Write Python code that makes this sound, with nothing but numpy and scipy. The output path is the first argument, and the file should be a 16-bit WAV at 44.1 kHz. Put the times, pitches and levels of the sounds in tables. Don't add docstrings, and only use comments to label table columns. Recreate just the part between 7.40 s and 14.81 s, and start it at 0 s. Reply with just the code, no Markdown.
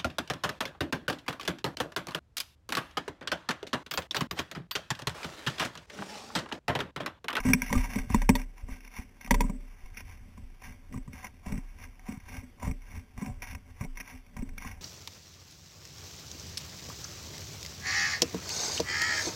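import sys
import numpy as np
from scipy import signal
from scipy.io import wavfile
from scipy.ndimage import uniform_filter1d

SR = 44100
rng = np.random.default_rng(int(sys.argv[2]) if len(sys.argv) > 2 else 0)


def dump_mix(stems):
    frames = np.atleast_2d(stems).T
    limited = np.clip(frames, -1, 1)
    pcm = np.round(limited * 32767).astype(np.int16)
    wavfile.write(sys.argv[1], SR, pcm)


def voltage_ratio(level):
    return 10 ** (np.asarray(level, float) / 20)


N = 326781

# pitch_hz, width_hz, level_db
POLE_MODES = [(172.7, 67.5, -3.5), (216, 71, 0.5), (262.4, 16.3, 2.5), (350.7, 13.8, -14.5),
              (442, 85, -13.5), (597, 21, -15)]
HOLLOW_MODES = [(477, 44, -11.5), (751, 34.5, 4), (925, 132, 2), (1070, 260, -0.5), (1290, 16, -21)]
SHELL_MODES = [(1600, 78, -3), (1862, 135, -6.5), (2007, 104, -2), (2206, 84, 0.5), (2416, 140, -5.5),
               (2730, 79, -5)]
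RIM_MODES = [(3100, 200, -4), (3286, 88, -5), (3584, 240, -1.5)]
# pitch_hz, width_hz, level_db
GRIPPED_POLE_MODES = [(179.4, 44.7, -5.5), (224, 34.7, -4), (255.8, 11.7, 1), (434.5, 13.7, -15),
                      (578.3, 20, -14.5)]
# pitch_hz, width_hz, level_db
KNOCKED_HOLLOW_MODES = [(768, 18, -1), (940, 37, -2), (978, 98, 4), (1205, 74, -5)]
KNOCKED_SHELL_MODES = [(1578, 81, -5), (1907, 76, -1.5), (2181, 73, 3), (2437, 96, -2), (2740, 214, -8.5)]
# pitch_hz, width_hz, level_db
SLAMMED_HOLLOW_MODES = [(438, 30, -4), (581, 32, -5), (750, 40, -14), (965, 60, 5), (1190, 100, -16.5)]
SLAMMED_SHELL_MODES = [(1590, 80, -7), (1950, 127, 1), (2200, 90, -1), (2453, 140, -6), (2670, 100, -11),
                       (2920, 150, -14)]
SLAMMED_RIM_MODES = [(3240, 115, -3), (3534, 110, 1), (3900, 200, -12)]
# pitch_hz, width_hz, level_db
TAPPED_SHELL_MODES = [(1600, 110, -10), (1910, 70, -8), (2165, 85, 1.5), (2385, 100, -1.5), (2700, 70, -11)]

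# start_s, level_db, pole_db, hollow_db, contact_s
KNOCKS = [(.0014, -29, -10, -7, 0.011), (.0503, -32.5, 13.5, -7, 0.017), (.1385, -22, -11, -12, 0.006),
          (.222, -32, -8, -14, 0.008), (.3, -46, 4, 6, 0.029), (.352, -38, 0, -2, 0.015),
          (.5871, -32.5, -16, -2.5, 0.0069), (.7002, -32.5, 6, 3.5, 0.005), (.722, -36, -12, -8, 0.017),
          (.9956, -43, -5, -5, 0.0072), (1.016, -36, -5, -12, 0.0059), (1.1787, -47, -12, -1, .008),
          (1.2855, -47.5, 9, 3.5, 0.011), (1.585, -40.5, 6, -3, 0.01), (1.8098, -36.5, -20, -12.5, 0.01),
          (1.8452, -36.5, -4.5, -17, 0.0097), (1.862, -35, -19.5, -13, 0.0027), (2.041, -48, -5, 9, 0.009),
          (2.064, -53, -3, 0, 0.0064), (2.078, -53, -10, -8, 0.0043), (2.0951, -41.5, 16.5, 3.5, 0.011)]
# start_s, level_db, pole_db, hollow_db, contact_s
RIM_KNOCKS = [
    (0.5576, -36, 16, -4, 0.0084),
    (1.8754, -39, -3, 4, 0.0049),
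]
# start_s, level_db, pole_db, hollow_db
THROWS = [(2.9763, -50, 8, 1), (3.5244, -42.5, -1, -6), (3.541, -50.5, 19, 9.5), (3.5752, -47.5, 15, 1.5),
          (3.677, -51, 11.5, 0), (3.7308, -40, -.4, -26), (4.062, -38, 4, 5), (4.121, -33, 5.5, -2.5),
          (4.1766, -37.5, 6.5, -19), (4.685, -40, 11.5, -13), (4.721, -40, 10, -20), (5.0301, -57, 16, -16),
          (5.2286, -39, 8.5, 3.5), (5.3119, -38.5, 4.5, -6), (5.776, -40, 3.5, 1),
          (5.8214, -44.5, 17.5, -7), (6.409, -36, 1, -1), (6.447, -37.5, 6, -11), (6.9661, -36.5, -1, -1.5),
          (7.0217, -44, 15, -10), (7.09, -40, -23, -14)]
# start_s, level_db, hollow_db, contact_s
TICKS = [(2.4578, -46.5, -5.5, .0091), (2.5705, -35, -34, 0.022), (2.605, -34.5, -13, 0.0085),
         (3.22, -44.5, 2, 0.0089), (3.844, -33, -3.5, 0.012), (3.8679, -35.5, -18, 0.013),
         (4.594, -45.5, -7, 0.007), (4.7716, -48, -11, 0.0066), (4.8, -45.5, -14, 0.0096),
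         (4.9673, -33, -13, 0.0048), (6.024, -34, -12, 0.022), (6.149, -34, -7, 0.0076),
         (6.577, -44, -17, 0.0047), (6.6002, -31, -14.5, 0.019), (6.9897, -45, -6, 0.0049),
         (7.1793, -32.5, -18, 0.0076), (7.2475, -38, 0, 0.006), (7.2724, -33, -26, 0.009),
         (7.313, -37, -14, 0.0076)]
# start_s, level_db, hollow_db, contact_s
GRAINS = [(0.0871, -25, -9, 0.0089), (0.3769, -29.5, -18, 0.007), (0.4418, -38, -4, 0.006),
          (0.5341, -31, -6, 0.006), (1.3654, -50.5, -15, 0.0073), (1.4051, -44.5, -10, 0.0066),
          (1.4485, -39, -10, 0.006), (1.476, -41.5, -10, 0.0055), (1.5383, -40, -12, 0.005),
          (1.6194, -49, -12, 0.0055), (2.5425, -42, -11, 0.0055), (2.6952, -44, -10, 0.006),
          (3.8296, -46, -10, 0.0037), (4.0662, -44, -8, 0.006), (4.154, -42, -8, 0.006),
          (4.4148, -43, -10, 0.006), (4.4387, -37, -13, 0.0078), (4.6663, -45, -6, 0.0067),
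          (4.8822, -45.5, -15, 0.0048), (4.8913, -40.5, -10, 0.0053), (4.9286, -42, -8, 0.0047),
          (4.9844, -49, -6, 0.0042), (5.009, -50, -8, 0.006), (5.199, -44, -1, 0.0067),
          (5.2464, -41, -1, 0.0055), (5.2749, -36, 2, 0.006), (5.5522, -45, -7, 0.006),
          (5.5632, -42.5, -9, 0.0067), (5.86, -38, -10, 0.0068), (6.0725, -41, -4, 0.0056),
          (6.1294, -36.5, -7.5, 0.006), (6.4382, -41, -10, 0.0068), (6.556, -46, -11, 0.004),
          (6.5884, -41, -14, 0.0039), (6.6114, -37, -10, 0.0047), (7.2209, -37.5, -6, 0.0068),
          (7.2914, -36, -16, 0.0041), (7.3416, -49, -15, 0.006), (4.386, -48, -4, .006),
          (4.555, -55, -8, .005), (5.4185, -48, -10, .005), (6.774, -50, -10, .005),
          (6.863, -52, -10, .005), (3.558, -46, -2, .006), (6.4145, -40, -12, .008)]
# start_s, level_db, pole_db, shell_db, rim_db
SLAMS = [
    (0.3271, -22, 3, -4, -14),
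    (0.7445, -22, -3, -6, -20.5),
    (0.8179, -29, -20, -4.5, -19),
    (0.8913, -16.5, 10.5, -2.5, -12.5),
    (0.9529, -26.5, -8, -0.5, -3),
    (1.9081, -17, 4, -1.5, -10.5),
    (1.9423, -23.5, -1.5, -4.5, -15),
    (2.006, -23, 3.5, -4, -12),
]
# start_s, level_db, pole_db, shell_db, rim_db
REBOUNDS = [
    (1.9112, -23, -10, -8, -12),
    (1.9444, -25, -10, -7, -16),
    (2.0081, -30, -10, -6, -14),
]
# start_s, level_db, pole_db, shell_db, rim_db
TAPS = [
    (.1333, -26.5, 4, 13, -7),
    (.2186, -36, -1, 13, -8),
    (2.5707, -56, 0, 18, 0),
    (6.0203, -46, -5, 11, -8),
    (6.5717, -50, -5, 13, -5),
    (7.1797, -50, -5, 14, -5),
]
# swing_s, level_db, length_s
JOLTS = [(0.3715, -13, 0.024), (.597, -23, .016), (.707, -23, .011), (.742, -19, .018), (.897, -17, .016),
         (4.141, -31, .022), (7.012, -30, .04), (3.62, -37, .03), (6.425, -33, .014), (.68, -35, .008),
         (1.241, -31, 0.017), (1.326, -29, 0.024), (1.597, -30, 0.016), (3.53, -37.5, 0.01),
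         (3.548, -47, 0.007), (3.562, -26, 0.0072), (3.578, -27, 0.0073), (4.127, -25, 0.008),
         (4.1815, -28, 0.009), (4.778, -31, 0.0065), (5.28, -22.5, 0.0098), (5.302, -24, 0.017),
         (5.316, -24.5, 0.0067), (5.785, -29, 0.011), (6.4145, -24, 0.008), (6.971, -40, 0.0079),
         (6.994, -32, 0.0071), (7.036, -37, 0.014), (2.445, -32, 0.033), (3.047, -36, .025)]
# start_s, level_db, pitch_hz, fade_20db_s
THUMPS = [(.3545, -18, 240, .03), (.351, -27, 1195, .025), (.7462, -8, 220, .02), (.3, -36, 1010, .025),
          (.442, -33, 950, .03), (.403, -38, 965, .03), (.7, -37, 760, .025), (4.062, -39, 1000, .02),
          (5.82, -41, 1020, .04), (3.677, -34, 130, .03), (7.248, -35, 1060, .015), (3.529, -37, 190, .03),
          (4.692, -36, 215, .04), (4.721, -30, 215, .04), (5.03, -43, 250, .06), (5.856, -43, 750, .05),
          (5.895, -44, 750, .04), (6.452, -42, 750, .015), (5.8175, -29, 200, .05), (5.889, -31, 120, .05),
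          (6.409, -30, 200, .03), (7.0285, -28, 230, .02)]
# start_s, level_db
FLICKS = [(0.053, -21), (.073, -20), (.088, -18), (0.096, -19), (.1025, -24), (.1395, -19), (.152, -27),
          (.222, -32), (.82, -33), (.308, -26.5), (2.041, -27.5), (1.962, -33), (3.849, -47.5),
          (4.153, -31), (4.943, -45), (5.863, -31), (6.126, -41), (6.44, -29.5), (7.25, -36.5)]
# peak_s, level_db, pitch_hz, fade_20db_s
SWINGS = [(0.0, -36, 31.6, 1.2), (.385, -28.5, 35.1, .17), (.61, -29, 35.9, .05), (.775, -23, 31.5, .3),
          (.91, -27, 32, .15), (1.25, -41, 34, .3), (1.935, -21, 33.5, .24), (2.05, -27, 33, .1),
          (2.2, -49, 31.3, .4), (2.45, -45, 31, .4), (3.07, -41, 29.5, .15), (3.3, -51, 27.5, .5),
          (3.53, -48, 27.8, .25), (4.15, -38, 30.4, .3), (4.45, -49, 33, .4), (4.64, -47, 32.9, .2),
          (5.32, -37.5, 32.5, .25), (5.9, -43, 32.9, .4), (6.48, -33.5, 24, .16), (6.69, -52, 32.6, .4),
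          (7.0, -37, 29.3, .08), (7.09, -42, 26, .3), (7.4, -52, 28, .2)]
# peak_s, level_db, hollow_db, rise_20db_s, fade_20db_s
GRIP_RUBS = [(.092, -38, -3, .08, .05), (.19, -50, -9, .06, .05), (.245, -43, -12, .04, .08),
             (.295, -40, -10, .07, .05), (.35, -40, -3, .04, .04), (.4, -42, -8, .06, .07),
             (.45, -43, -3, .05, .03), (.535, -44, -4, .08, .06), (.595, -44, -7, .06, .04),
             (.66, -59, -6, .08, .06), (.73, -43, -8, .05, .11), (.83, -53, -8, .04, .06),
             (.915, -52, -2, .02, .05), (1.0, -48, -4, .06, .045), (1.19, -57, 0, .04, .05),
             (1.315, -51, -6, .045, .085), (1.46, -58, -9, .09, .045), (1.57, -47, -5, .07, .08),
             (1.86, -53, -7, .08, .05), (1.93, -55, -8, .03, .06), (1.965, -55, -2, .03, .06),
             (2.03, -57, 0, .035, .11)]
# peak_s, level_db, hollow_db, rise_20db_s, fade_20db_s
STRIDE_RUBS = [(2.42, -66, -3, .4, .2), (2.585, -52, -10, .06, .05), (2.7, -56, -5, .09, .11),
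               (3.0, -69, -6, .3, .3), (3.235, -50, -7, .03, .13), (3.535, -58, -3, .02, .09),
               (3.745, -54, -5, .03, .12), (3.81, -55, -3, .1, .1), (3.85, -55, 5, .06, .05),
               (4.08, -51.5, 1, .05, .16), (4.3, -66, -5, .2, .2), (4.43, -52, -6, .08, .06),
               (4.7, -52, 0, .07, .09), (4.94, -50, -4, .12, .11), (5.245, -49, 3, .06, .06),
               (5.287, -49, 0, .05, .025), (5.55, -54, -4, .15, .09), (5.795, -53, 2, .03, .17),
               (6.035, -51, -5, .02, .08), (6.1, -49, -7, .1, .08), (6.3, -61, -3, .03, .04),
               (6.43, -55, 1, .1, .05), (6.59, -60, -3, .08, .08), (6.69, -50.5, -4, .09, .12),
               (6.98, -61, 0, .03, .12), (7.195, -52, -9, .015, .12), (7.26, -49, -3, .09, .125)]
# peak_s, thud_db, rumble_db, rise_20db_s, fade_20db_s
BUMPS = [(.056, -34, -34, .012, .2), (.09, -32, -36, .05, .05), (.36, -33, -22, .05, .06),
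         (.47, -42, -44, .2, .25), (.568, -33, -35, .015, .06), (.71, -46, -36, .08, .1),
         (.752, -31, -26, .012, .03), (.9, -25, -28, .006, .09), (1.32, -45, -47, .14, .06),
         (1.59, -54, -53, .1, .28), (1.914, -31, -37, .008, .2), (2.1, -41, -56, .03, .08)]
# peak_s, thud_db, rumble_db, rise_20db_s, fade_20db_s
HEELS = [(2.68, -61.5, -50, 0.35, .4), (2.99, -58, -48, 0.86, 0.24), (3.26, -49.5, -43, 0.07, 0.22),
         (3.543, -42.5, -39.5, 0.07, -0.02), (3.76, -56.5, -48.5, 0.4, 0.46),
         (4.065, -37.5, -32, -0.02, 0.08), (4.14, -44, -37, 0.09, 0.04), (4.46, -59.5, -51, 0.4, 0.3),
         (4.702, -35.5, -38.5, -0.06, 0.01), (4.97, -50.5, -42.5, 0.22, 0.17),
         (5.24, -40, -35.5, 0.05, 0.1), (5.279, -35, -44, 0.06, 0.06), (5.57, -44, -41, 0.13, .09),
         (5.78, -52, -40.5, 0.07, 0), (5.84, -32.5, -44, -0.07, -0.01), (5.9, -40.5, -36.5, 0.09, -0.29),
         (6.15, -55.5, -41.5, 0.3, 0.3), (6.419, -30, -33, 0.01, 0.0155), (6.75, -54.5, -48.5, 0.16, 0),
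         (6.97, -48.5, -43.5, 0.12, 0.4), (7.26, -48, -40.5, -0.08, 0.2)]
# pitch_hz, level_db (per Hz)
HISS_COLOUR = [(20, -29), (40, -10), (134, -19.5), (257, -30.5), (320, -19), (500, -28.5), (960, -36),
               (1400, -33.5), (2200, -29), (3000, -34.5), (3600, -36), (4200, -44)]


def evened(x):
    return x / np.sqrt(np.mean(x ** 2) + 1e-20)


def add(mix, start_s, sound):
    part = mix[max(round(start_s * SR), 0):][:len(sound)]
    part += sound[:len(part)]


def ring(force, modes):
    t = np.arange(SR // 4) / SR
    body = np.zeros(len(t))
    for k, (hz, width_hz, db) in enumerate(modes):
        decay = np.exp(-np.pi * width_hz * t)
        body += (-1) ** k * voltage_ratio(db) * width_hz * decay * np.sin(2 * np.pi * hz * t)
    return signal.oaconvolve(force, body / np.linalg.norm(body))[:len(force)]


def push():
    t = np.arange(400) / SR
    return t / 0.00079 * np.exp(-t / 0.00055)


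def drift(size):
    smooth = uniform_filter1d(rng.standard_normal(N), size=size)
    return evened(uniform_filter1d(smooth, size=size))


def slips(per_s, spread_db, smooth):
    sizes = voltage_ratio(spread_db * np.minimum(rng.exponential(1, N), 3.5))
    kicks = sizes * (rng.random(N) < per_s / SR)
    kicks *= rng.choice([-1., 1.], N)
    return evened(evened(kicks) + smooth * rng.standard_normal(N))


def swells(peak_s, db, rise_s, fade_s, rest_db, bend=1):
    t = np.arange(0, N + 64, 64) / SR
    after = t[:, None] - peak_s
    rising = -after / np.maximum(rise_s, .005)
    fading = after / np.maximum(fade_s, .005)
    level_db = db - 20 * np.where(after < 0, rising, fading) ** bend
    gain = np.sqrt((voltage_ratio(level_db) ** 2).sum(axis=1) + voltage_ratio(rest_db) ** 2)
    return np.interp(np.arange(N) / SR, t, gain)


def knocks(hits):
    shell, hollow, rim, pole = np.zeros((4, N))
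    t = np.arange(1800) / SR
    first = 3.96 * (t == 0)
    for hit in hits:
        start_s, db, pole_db, hollow_db, contact_s = hit
        rim_db = -10 if hit in RIM_KNOCKS else -26
        chatter = rng.standard_normal(len(t))
        contact = (first + chatter) * np.exp(-3 * (t / max(contact_s, .001)) ** 2)
        start_s = start_s - .0006
        add(shell, start_s, voltage_ratio(db - 5.5) * contact)
        add(hollow, start_s, voltage_ratio(db + hollow_db - 3.5) * contact)
        add(rim, start_s, voltage_ratio(db + rim_db) * contact)
        add(pole, start_s, voltage_ratio(db + pole_db + 2) * push())
    housing = ring(shell, KNOCKED_SHELL_MODES) + ring(hollow, KNOCKED_HOLLOW_MODES)
    return housing + ring(rim, RIM_MODES) + ring(pole, POLE_MODES)


def on_shell(ticks):
    return [(s, db, -15, hollow_db, contact_s) for s, db, hollow_db, contact_s in ticks]


def loose_mount():
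    thrown = [(*throw, .008) for throw in THROWS]
    return knocks(sorted(KNOCKS + on_shell(TICKS) + thrown + RIM_KNOCKS))


def slams(blows, shell_modes):
    hollow, shell, rim, pole = np.zeros((4, N))
    t = np.arange(900) / SR
    for start_s, db, pole_db, shell_db, rim_db in blows:
        chatter = 0.091 * rng.standard_normal(len(t)) * np.exp(-t / 0.0055)
        contact = voltage_ratio(18.5) * ((t == 0) + chatter)
        add(hollow, start_s, voltage_ratio(db) * contact)
        add(shell, start_s, voltage_ratio(db + shell_db) * contact)
        add(rim, start_s, voltage_ratio(db + rim_db) * contact)
        add(pole, start_s, voltage_ratio(db + pole_db) * push())
    housing = ring(hollow, SLAMMED_HOLLOW_MODES) + ring(shell, shell_modes)
    return housing + ring(rim, SLAMMED_RIM_MODES) + ring(pole, POLE_MODES)


def jolts():
    out = np.zeros(N)
    t = np.arange(-2000, 2000) / SR
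    for swing_s, db, length_s in JOLTS:
        u = t / length_s
        add(out, swing_s + t[0], voltage_ratio(db) * (12 * u ** 2 - 1) * np.exp(-9 * u ** 2))
    return out


def thumps():
    out = np.zeros(N)
    t = np.arange(5000) / SR
    onset = 1 - np.exp(-t / .0015)
    for start_s, db, hz, fade_s in THUMPS:
        add(out, start_s, voltage_ratio(db - 20 * t / fade_s) * onset * np.sin(2 * np.pi * hz * t))
    return out


def flicks():
    force = np.zeros(N)
    for start_s, db in FLICKS:
        add(force, start_s, voltage_ratio(db + 2.5) * push())
    return ring(force, GRIPPED_POLE_MODES)


def sway():
    peak_s, db, hz, fade_s = np.transpose(SWINGS)
    turns = np.cumsum(np.interp(np.arange(N) / SR, peak_s, hz)) / SR
    wobble = voltage_ratio(2.2 * drift(2500))
    gain = swells(peak_s, db, rise_s=.045, fade_s=fade_s, rest_db=-60, bend=1.4)
    return np.sqrt(2) * wobble * gain * np.sin(2 * np.pi * turns)


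def rubbing():
    peak_s, db, hollow_db, rise_s, fade_s = np.transpose(GRIP_RUBS + STRIDE_RUBS)
    clumps = voltage_ratio(2.1 * drift(300))
    shell_grit = slips(per_s=3000, spread_db=3.5, smooth=.45)
    hollow_grit = slips(per_s=3000, spread_db=3.5, smooth=.45)
    rub = clumps * swells(peak_s, db, rise_s, fade_s, rest_db=-72, bend=1.7) * shell_grit
    boom_gain = clumps * swells(peak_s, db + hollow_db, rise_s, fade_s, rest_db=-73, bend=1.7)
    boom = boom_gain * (0.56 * shell_grit + 0.84 * hollow_grit)
    return ring(rub, SHELL_MODES) + voltage_ratio(-13) * ring(rub, RIM_MODES) + ring(boom, HOLLOW_MODES)


def tread():
    peak_s, thud_db, rumble_db, rise_s, fade_s = np.transpose(BUMPS + HEELS)
    thud = swells(peak_s, thud_db, rise_s, fade_s, rest_db=-72.5)
    thud = thud * slips(per_s=140, spread_db=4.5, smooth=0.38)
    rumble = swells(peak_s, rumble_db, rise_s, fade_s, rest_db=-70)
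    rumble = rumble * slips(per_s=140, spread_db=-2.5, smooth=0.51)
    low_modes = [(67.2, 42, 0.62), (100.6, 31.0, -2.0)]  # pitch_hz, width_hz, level_db
    return ring(thud, GRIPPED_POLE_MODES) + ring(rumble, low_modes)


def hiss():
    hz = np.fft.rfftfreq(1024, 1 / SR)
    real, imag, patches = rng.standard_normal((N // 256 + 5, 513, 3)).T
    patches = uniform_filter1d(patches, size=8, axis=0)
    patches = evened(uniform_filter1d(patches, size=10, axis=1))
    colour_hz, colour_db = np.transpose(HISS_COLOUR)
    level_db = np.interp(np.log(hz + 1), np.log(colour_hz + 1), colour_db)
    spectrum = (real + 1j * imag) * voltage_ratio(level_db[:, None] + 2.2 * patches)
    noise = signal.istft(spectrum, nperseg=1024, noverlap=768)[1][:N]
    return voltage_ratio(-62) * evened(noise)


def scene():
    walk = tread() + voltage_ratio(-0.8) * rubbing() + loose_mount() + jolts() + hiss() + sway()
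    blows = slams(SLAMS, SLAMMED_SHELL_MODES)
    handling = knocks(on_shell(GRAINS)) + flicks() + thumps()
    taps = slams(TAPS, TAPPED_SHELL_MODES)
    bounces = slams(REBOUNDS, SLAMMED_SHELL_MODES)
    return (walk + blows + handling + taps + bounces)[None]


def roll_off(x):
    return signal.sosfilt(signal.butter(12, 16510, fs=SR, output="sos"), x)


def record(dry):
    coarse_hz, hold = 8000, 4
    coarse = signal.resample_poly(dry, coarse_hz, SR, axis=1)
    held = np.repeat(coarse, hold, axis=1)
    full = signal.resample_poly(held, SR, hold * coarse_hz, axis=1)[:, :N]
    limited = signal.oaconvolve(full, signal.firwin(81, 15400, fs=SR)[None], "same")
    return roll_off(limited)


dry = scene()
out = record(dry)
dump_mix(out)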